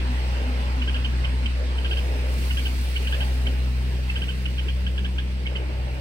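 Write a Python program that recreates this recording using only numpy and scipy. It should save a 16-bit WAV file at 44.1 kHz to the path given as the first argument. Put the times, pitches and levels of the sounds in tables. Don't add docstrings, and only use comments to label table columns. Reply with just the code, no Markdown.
import sys
import numpy as np
from scipy import signal
from scipy.fft import rfft, irfft
from scipy.io import wavfile
from scipy.ndimage import uniform_filter1d

SR = 44100
rng = np.random.default_rng(int(sys.argv[2]) if len(sys.argv) > 2 else 0)


def transcribe(signal):
    frames = np.atleast_2d(signal).T
    limited = np.clip(frames, -1, 1)
    pcm = np.round(limited * 32767).astype(np.int16)
    wavfile.write(sys.argv[1], SR, pcm)


N = 264732
TIME = np.arange(N) / SR


def from_db(db):
    return 10 ** (np.asarray(db) / 20)


def rms_one(x):
    return x / np.sqrt(np.mean(x ** 2) + 1e-20)


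def in_time(rows):
    seconds, *columns = np.transpose(rows)
    return [np.interp(TIME, seconds, column) for column in columns]


def at_hz(points, hz):
    table_hz, value = np.transpose(points)
    return np.interp(np.log(np.maximum(hz, 1)), np.log(table_hz), value)


def coloured(x, colour):
    hz = np.arange(N // 2 + 1) * SR / N
    return irfft(rfft(x) * from_db(at_hz(colour, hz)), N)


def drift(corner_hz):
    hz = np.arange(N // 2 + 1) * SR / N
    spectrum = rfft(rng.standard_normal(N)) / (1 + (hz / corner_hz) ** 2)
    return rms_one(irfft(spectrum, N))


def add(out, start_s, sound):
    i = int(start_s * SR)
    out[i:i + len(sound)] += sound


def outdoor_noise(colour, patchy_db, size=512):
    # (frequency [Hz], likeness [clipped to 0-1])
    likeness = [(60, 2.6), (250, 0.23), (500, 1.14), (700, 0.7), (950, 0.9), (1300, 0.5), (1650, 0.08),
                (2300, 0), (3600, 0.29), (15000, -0.1)]
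    # (frequency [Hz], lead of left [rad])
    lead = [(60, 0.11), (350, 0.15), (550, 1.13), (700, 1.63), (870, 1.89), (1300, 2.65), (2000, 5.03),
            (3000, 4.7), (6800, 3.3), (15000, 3.7)]
    # (frequency [Hz], left minus right [dB])
    tilt_table = [(60, 1), (500, -0.5), (750, -2.5), (1500, -1.5), (2600, -1.5), (4500, -5), (6800, 0.5),
                  (8500, 0.5), (10500, -3), (12500, 3.5), (15000, 2.5)]
    hz, _, (a, b) = signal.stft(rng.standard_normal((2, N)), SR, nperseg=size * 2)
    hz = hz[:, None]
    alike = np.clip(at_hz(likeness, hz), 0, 1)
    right = alike * a + np.sqrt(1 - alike ** 2) * b
    right = right * np.exp(-1j * at_hz(lead, hz))
    tilt = from_db(at_hz(tilt_table, hz) / 2)
    patches = uniform_filter1d(rng.standard_normal(a.shape), size=5, axis=1)
    patches = uniform_filter1d(patches, size=7, axis=0)
    gain = from_db(at_hz(colour, hz) + patchy_db * rms_one(patches))
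    gain = gain * (hz < 2 * colour[-1][0])
    pair = gain * np.array([a * tilt, right / tilt])
    return rms_one(signal.istft(pair, SR, nperseg=size * 2)[1][:, :N])


def bird(overhang=1.35, pip_s=0.004, onset=1.05, fade_db=1.8, crest=0.9):
    # (top of the arch [s], rise [s], fall [s],
    # top pitch of the strong second harmonic [Hz], its level [dB], level of the fundamental [dB])
    chirps = [(0.8232,0.0047,.006,3030,-29,-44), (0.886,.01,.013,3280,-32,-41),
              (0.9534,.01,0.015,3330,-33,-42), (1.0551,0.0095,0.0074,3145,-29,-46),
              (1.251,0.0051,0.0047,3080,-30,-46), (1.4635,.004,0.0035,3180,-27,-50),
              (1.7874,0.006,0.0036,3090,-33.5,-44), (1.8548,0.0081,.01,3280,-31.5,-42.5),
              (1.9225,0.011,.013,3236,-30,-41.5), (1.9797,0.01,0.015,3270,-32.5,-45.5),
              (2.514,0.0068,.004,3026,-30,-40), (2.583,0.012,0.015,3310,-32,-44),
              (2.6646,.01,0.0081,3180,-30.5,-46), (2.9686,.007,.0045,3090,-28,-45),
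              (3.0783,.006,0.006,3200,-29.5,-44), (3.1375,0.014,0.012,3450,-32,-35),
              (3.218,0.012,0.014,3270,-32,-43), (3.4726,0.0041,0.003,3140,-27.5,-42),
              (4.1025,0.0038,0.0044,2665,-28.5,-48), (4.1703,.012,0.0068,3240,-31.5,-43.5),
              (4.2307,.012,.011,3270,-33,-45), (4.297,.013,.012,3127,-33.5,-47),
              (4.4618,0.0054,0.004,2980,-29,-46), (4.589,0.0078,.009,3230,-32.5,-45.5),
              (4.6939,0.0092,0.01,3315,-34,-46.5), (4.8724,0.0066,0.007,3380,-32.5,-41),
              (4.9868,0.0089,0.0075,3400,-34.5,-42), (5.0582,0.012,0.0067,3380,-34.5,-42),
              (5.1937,.011,.007,3450,-33,-40.5), (5.4702,0.0046,0.0051,3260,-30.5,-49),
              (5.567,0.01,0.006,3104,-31,-51)]
    # (centre [s], pitch [Hz], level [dB])
    pips = [(1.242, 2090, -35.5), (2.505, 2140, -38), (2.958, 2230, -36), (3.464, 2190, -37),
            (4.094, 2100, -39), (5.461, 2210, -34), (5.556, 2050, -37)]
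    # (frequency [Hz], gain [dB])
    beak = [(2000, -4), (2500, 5.5), (2850, 7), (3080, 6.5), (3300, -1), (3500, -1), (3900, -24),
            (4500, -14), (5200, -32)]
    # (frequency [Hz], relative level [dB])
    hoarse_colour = [(900, -18), (1550, -4), (1900, -4), (2700, -3), (3150, 8), (3600, -11), (4600, -16),
                     (6000, -24), (9000, -46)]
    foot_hz, arch_power = 2600, 2.4
    waver, rough, rasp = .009, .2, .13
    attack_s = .0016
    hoarse_db = -19.5
    gain_db = 3.0

    out = np.zeros(N)
    wobble, shake, grit = drift(200), drift(220), drift(1400)
    hiss = rms_one(coloured(rng.standard_normal(N), hoarse_colour))
    for top_s, rise_s, fall_s, top_hz, db, fundamental_db in chirps:
        span = slice(int((top_s - 3 * rise_s) * SR), int((top_s + 3 * fall_s) * SR))
        t = TIME[span] - top_s
        u = t / np.where(t < 0, rise_s, fall_s)
        drop = np.minimum(np.abs(u) ** arch_power, 2)
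        second_hz = top_hz - (top_hz - foot_hz) * drop
        hz = second_hz / 2 * (1 + waver * wobble[span])
        phase = 2 * np.pi * np.cumsum(hz) / SR
        opening = (1 + np.tanh((t + onset * rise_s) / attack_s)) / 2
        closing = np.exp(-np.abs(np.maximum(u, 0) / overhang) ** 6)
        unsteady = 1 + rough * shake[span] + rasp * grit[span]
        effort = opening * closing * from_db(-fade_db * u) * unsteady
        harmonics = sum(from_db(at_hz(beak, k * hz)) * np.sin(k * phase) for k in (2, 3))
        voice = effort * harmonics
        voice = voice / np.sqrt(2 * np.mean(voice[np.abs(u) < 1] ** 2))
        near_top = np.exp(-(u / crest) ** 2)
        fundamental = np.sqrt(2) * from_db(fundamental_db) * effort * near_top * np.sin(phase)
        hoarse = from_db(hoarse_db) * np.exp(-(u / 2) ** 4) * hiss[span]
        add(out, TIME[span.start], from_db(db) * (voice + hoarse) + fundamental)
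    for centre_s, hz, db in pips:
        t = np.arange(-2 * pip_s, 2 * pip_s, 1 / SR)
        pip = np.exp(-(t / pip_s) ** 2) * np.sin(2 * np.pi * hz * t)
        add(out, centre_s - 2 * pip_s, from_db(db) * pip)
    return from_db(gain_db) * out


def unit_energy(h):
    return h / np.sqrt(np.sum(h ** 2, axis=1, keepdims=True))


def garden(x, tail_s=0.0254, tail_t60_s=0.11, scatter_t60_s=.075, tail_db=-15.0, lead_s=0.0002):
    # (delay [s], left [dB], right [dB])
    echoes = [(.0026, -24, -17), (.0116, -15, -26), (.0172, -19, -19)]
    # (frequency [Hz], left minus right [dB])
    bird_pan = [(1600, 1.5), (2200, -10), (3000, -4), (4600, -3.5)]
    # (left [dB], right [dB])
    scatter_db = (-6.5, -10.0)
    t = np.arange(SR // 2) / SR
    near, far = rng.standard_normal((2, 2, len(t)))
    scatter = unit_energy(near * from_db(-60 * t / scatter_t60_s) * (t > .001))
    tail = unit_energy(far * from_db(-60 * t / tail_t60_s) * (t > tail_s))
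    response = from_db(scatter_db)[:, None] * scatter + from_db(tail_db) * tail
    for delay_s, left_db, right_db in echoes:
        response[:, int(delay_s * SR)] += from_db([left_db, right_db])
    direct = np.array([x, np.interp(TIME - lead_s, TIME, x)])
    left, right = direct + signal.fftconvolve(x[None], response, axes=1)[:, :N]
    return np.array([coloured(left, [(hz, db / 2) for hz, db in bird_pan]),
                     coloured(right, [(hz, -db / 2) for hz, db in bird_pan])])


def engine(first_db=0.2, lead_s=0.00055):
    # (time [s], level of order 1 [dB])
    engine_level = [(0.05, -23), (0.51, -23.5), (1.17, -22), (1.78, -23.5), (2.38, -22.5), (3.02, -24),
                    (3.11, -23), (3.47, -21.5), (4.36, -26), (4.72, -23), (5.7, -27), (5.81, -25.5),
                    (5.98, -28.5)]
    # (time [s], order 2 [dB], order 3 [dB], order 4 [dB], orders 5 and 6 each [dB])
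    engine_overtones = [(0,-38,-45,-65,-46), (.4,-42.5,-67,-53,-70), (.8,-41.5,-67,-61,-57),
                        (1.15,-38,-61,-51,-54), (1.4,-40.5,-46,-47.5,-64), (1.7,-45.5,-65,-49,-72),
                        (2.1,-41,-64,-64,-71), (2.5,-41.5,-58,-45,-54), (2.9,-45,-58,-53,-63),
                        (3.25,-38,-48,-52,-71), (3.8,-35.5,-52,-54,-57), (4.4,-39,-42,-62,-66),
                        (5,-42,-42.5,-73,-89), (5.4,-41,-41,-68,-54), (5.62,-40.5,-55,-73,-48.5),
                        (6,-39,-71,-69,-78)]
    firing_hz, rise_hz_per_s = 62.26, .21
    rate = firing_hz + rise_hz_per_s * TIME
    phase = 2 * np.pi * np.cumsum(rate) / SR
    first, = in_time(engine_level)
    overtones = in_time(engine_overtones)
    levels = [first + first_db] + overtones + overtones[-1:]
    out = 0
    for k, db in enumerate(levels):
        unsteady = 1 + .05 * k * drift(6)
        slip = .08 * k * drift(4)
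        out = out + np.sqrt(2) * from_db(db) * unsteady * np.sin((k + 1) * phase + slip)
    pan = from_db([[.35], [-.35]])
    return pan * np.array([out, np.interp(TIME - lead_s, TIME, out)])


def hum(gain_db=-3.5, wander=0.0416):
    # (time [s], level [dB])
    hum_level = [(0,-60), (.1,-33.5), (.3,-55.5), (.5,-35.5), (.65,-41), (.78,-36), (1,-40.5), (1.2,-50),
                 (1.4,-39.5), (1.8,-68), (2.25,-40.5), (2.45,-50.5), (2.7,-40.5), (3,-50.5), (3.45,-39),
                 (3.8,-49), (4.3,-54)]
    centre_hz, ends_s, fade_db_per_s = 248, 4, 29
    level, = in_time(hum_level)
    level = level - fade_db_per_s * np.maximum(TIME - ends_s, 0)
    hz = centre_hz * (1 + wander * drift(25))
    phase = 2 * np.pi * np.cumsum(hz) / SR
    flutter = 1 + .55 * drift(25)
    return np.sqrt(2) * from_db(level + gain_db) * flutter * np.sin(phase)


def foliage(hiss_db=3.0, rustle_db=10.5, grain_db=1.0):
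    # (time [s], level [dB])
    leaves = [(0.05, -42.5), (1.36, -44), (3.21, -43.5), (3.68, -46), (4.17, -45), (5.13, -47.5),
              (5.95, -48)]
    # (time [s], level [dB])
    rustle = [(0.05, -66), (0.11, -63), (1.73, -67.5), (2.0, -59), (2.25, -61.5), (2.4, -53), (3.21, -56.5),
              (3.58, -61.5), (4.06, -63.5), (4.09, -60.5), (5.52, -69), (5.95, -67)]
    # (frequency [Hz], relative density [dB])
    hiss_colour = [(600, -13), (1200, -5), (1650, -0.5), (1950, 0.3), (2750, 2.5), (3200, -1.5), (3600, -5),
                   (4500, -5.5), (5500, -10), (6800, -19.5), (7500, -19), (8300, -12), (9700, -27),
                   (15500, -61)]
    rustle_colour = [(2000, -5.5), (4500, 5.5), (6900, -2), (8500, 2), (11000, -3), (15500, -3)]
    soft, = in_time(leaves)
    dry_leaves, = in_time(rustle)
    grains = grain_db * drift(110)
    hiss = from_db(soft + hiss_db) * outdoor_noise(hiss_colour, patchy_db=1.75)
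    bright = from_db(dry_leaves + rustle_db + grains) * outdoor_noise(rustle_colour, patchy_db=1.5)
    return hiss + bright


def swell(start_s, hold_s, attack_s=0.084, release_s=0.18):
    before = np.maximum(start_s - TIME, 0)
    after = np.maximum(TIME - start_s - hold_s, 0)
    return np.exp(-before / attack_s - after / release_s)


def background(rumble_db=-38.0, rumble_fade_db_per_s=0.1):
    # (start [s], hold [s], road roar [dB], tyre whoosh [dB])
    swells = [(0.107,0.13,-47,-47), (.32,0.32,-45,-41.5), (1.605,0.26,-43,-53), (2.07,0.22,-40.5,-44.5),
              (3.184,0.051,-43,-40.5), (3.45,0.059,-44,-48.5), (5.52,0.43,-46,-43.5)]
    # (frequency [Hz], relative density [dB])
    rumble_colour = [(15, -23), (30, -19), (42, -5), (82, 3), (110, -11.5), (160, -5.5), (200, -2),
                     (270, -10), (350, -10.5), (500, -35.5), (1000, -60)]
    road_colour = [(170, -13), (280, -11), (370, -6), (450, -4), (570, -5), (720, -12), (1100, -22),
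                   (2000, -44)]
    tyre_colour = [(550, -41), (740, -3), (850, -3.5), (1000, -3.5), (1170, -8.5), (1400, -8),
                   (2200, -17.5), (3500, -46)]
    whoosh_colour = [(450, -19), (560, -5), (660, -12.5), (750, -10.5), (860, -6), (950, -12.5),
                     (1060, -17), (1500, -17)]
    road_start_db, road_fade_db_per_s = -44, 0.5
    tyre_start_db, tyre_fade_db_per_s = -42.5, 2
    rumble = from_db(rumble_db - rumble_fade_db_per_s * TIME)
    road = from_db(road_start_db - road_fade_db_per_s * TIME)
    tyre = from_db(tyre_start_db - tyre_fade_db_per_s * TIME)
    whoosh = 0
    for start_s, hold_s, road_db, whoosh_db in swells:
        shape = swell(start_s, hold_s)
        road = np.hypot(road, from_db(road_db) * shape)
        whoosh = np.hypot(whoosh, from_db(whoosh_db) * shape)
    out = rumble * outdoor_noise(rumble_colour, patchy_db=2.0)
    out += road * outdoor_noise(road_colour, patchy_db=2.0)
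    out += tyre * outdoor_noise(tyre_colour, patchy_db=3.0)
    return out + whoosh * outdoor_noise(whoosh_colour, patchy_db=1.5)


def scene():
    return garden(bird()) + engine() + hum() + foliage() + background()


def record(dry):
    cutoff_hz = 15780
    low_pass = signal.ellip(12, .1, 90, cutoff_hz, fs=SR, output="sos")
    return signal.sosfilt(low_pass, dry)


dry = scene()
out = record(dry)
transcribe(out)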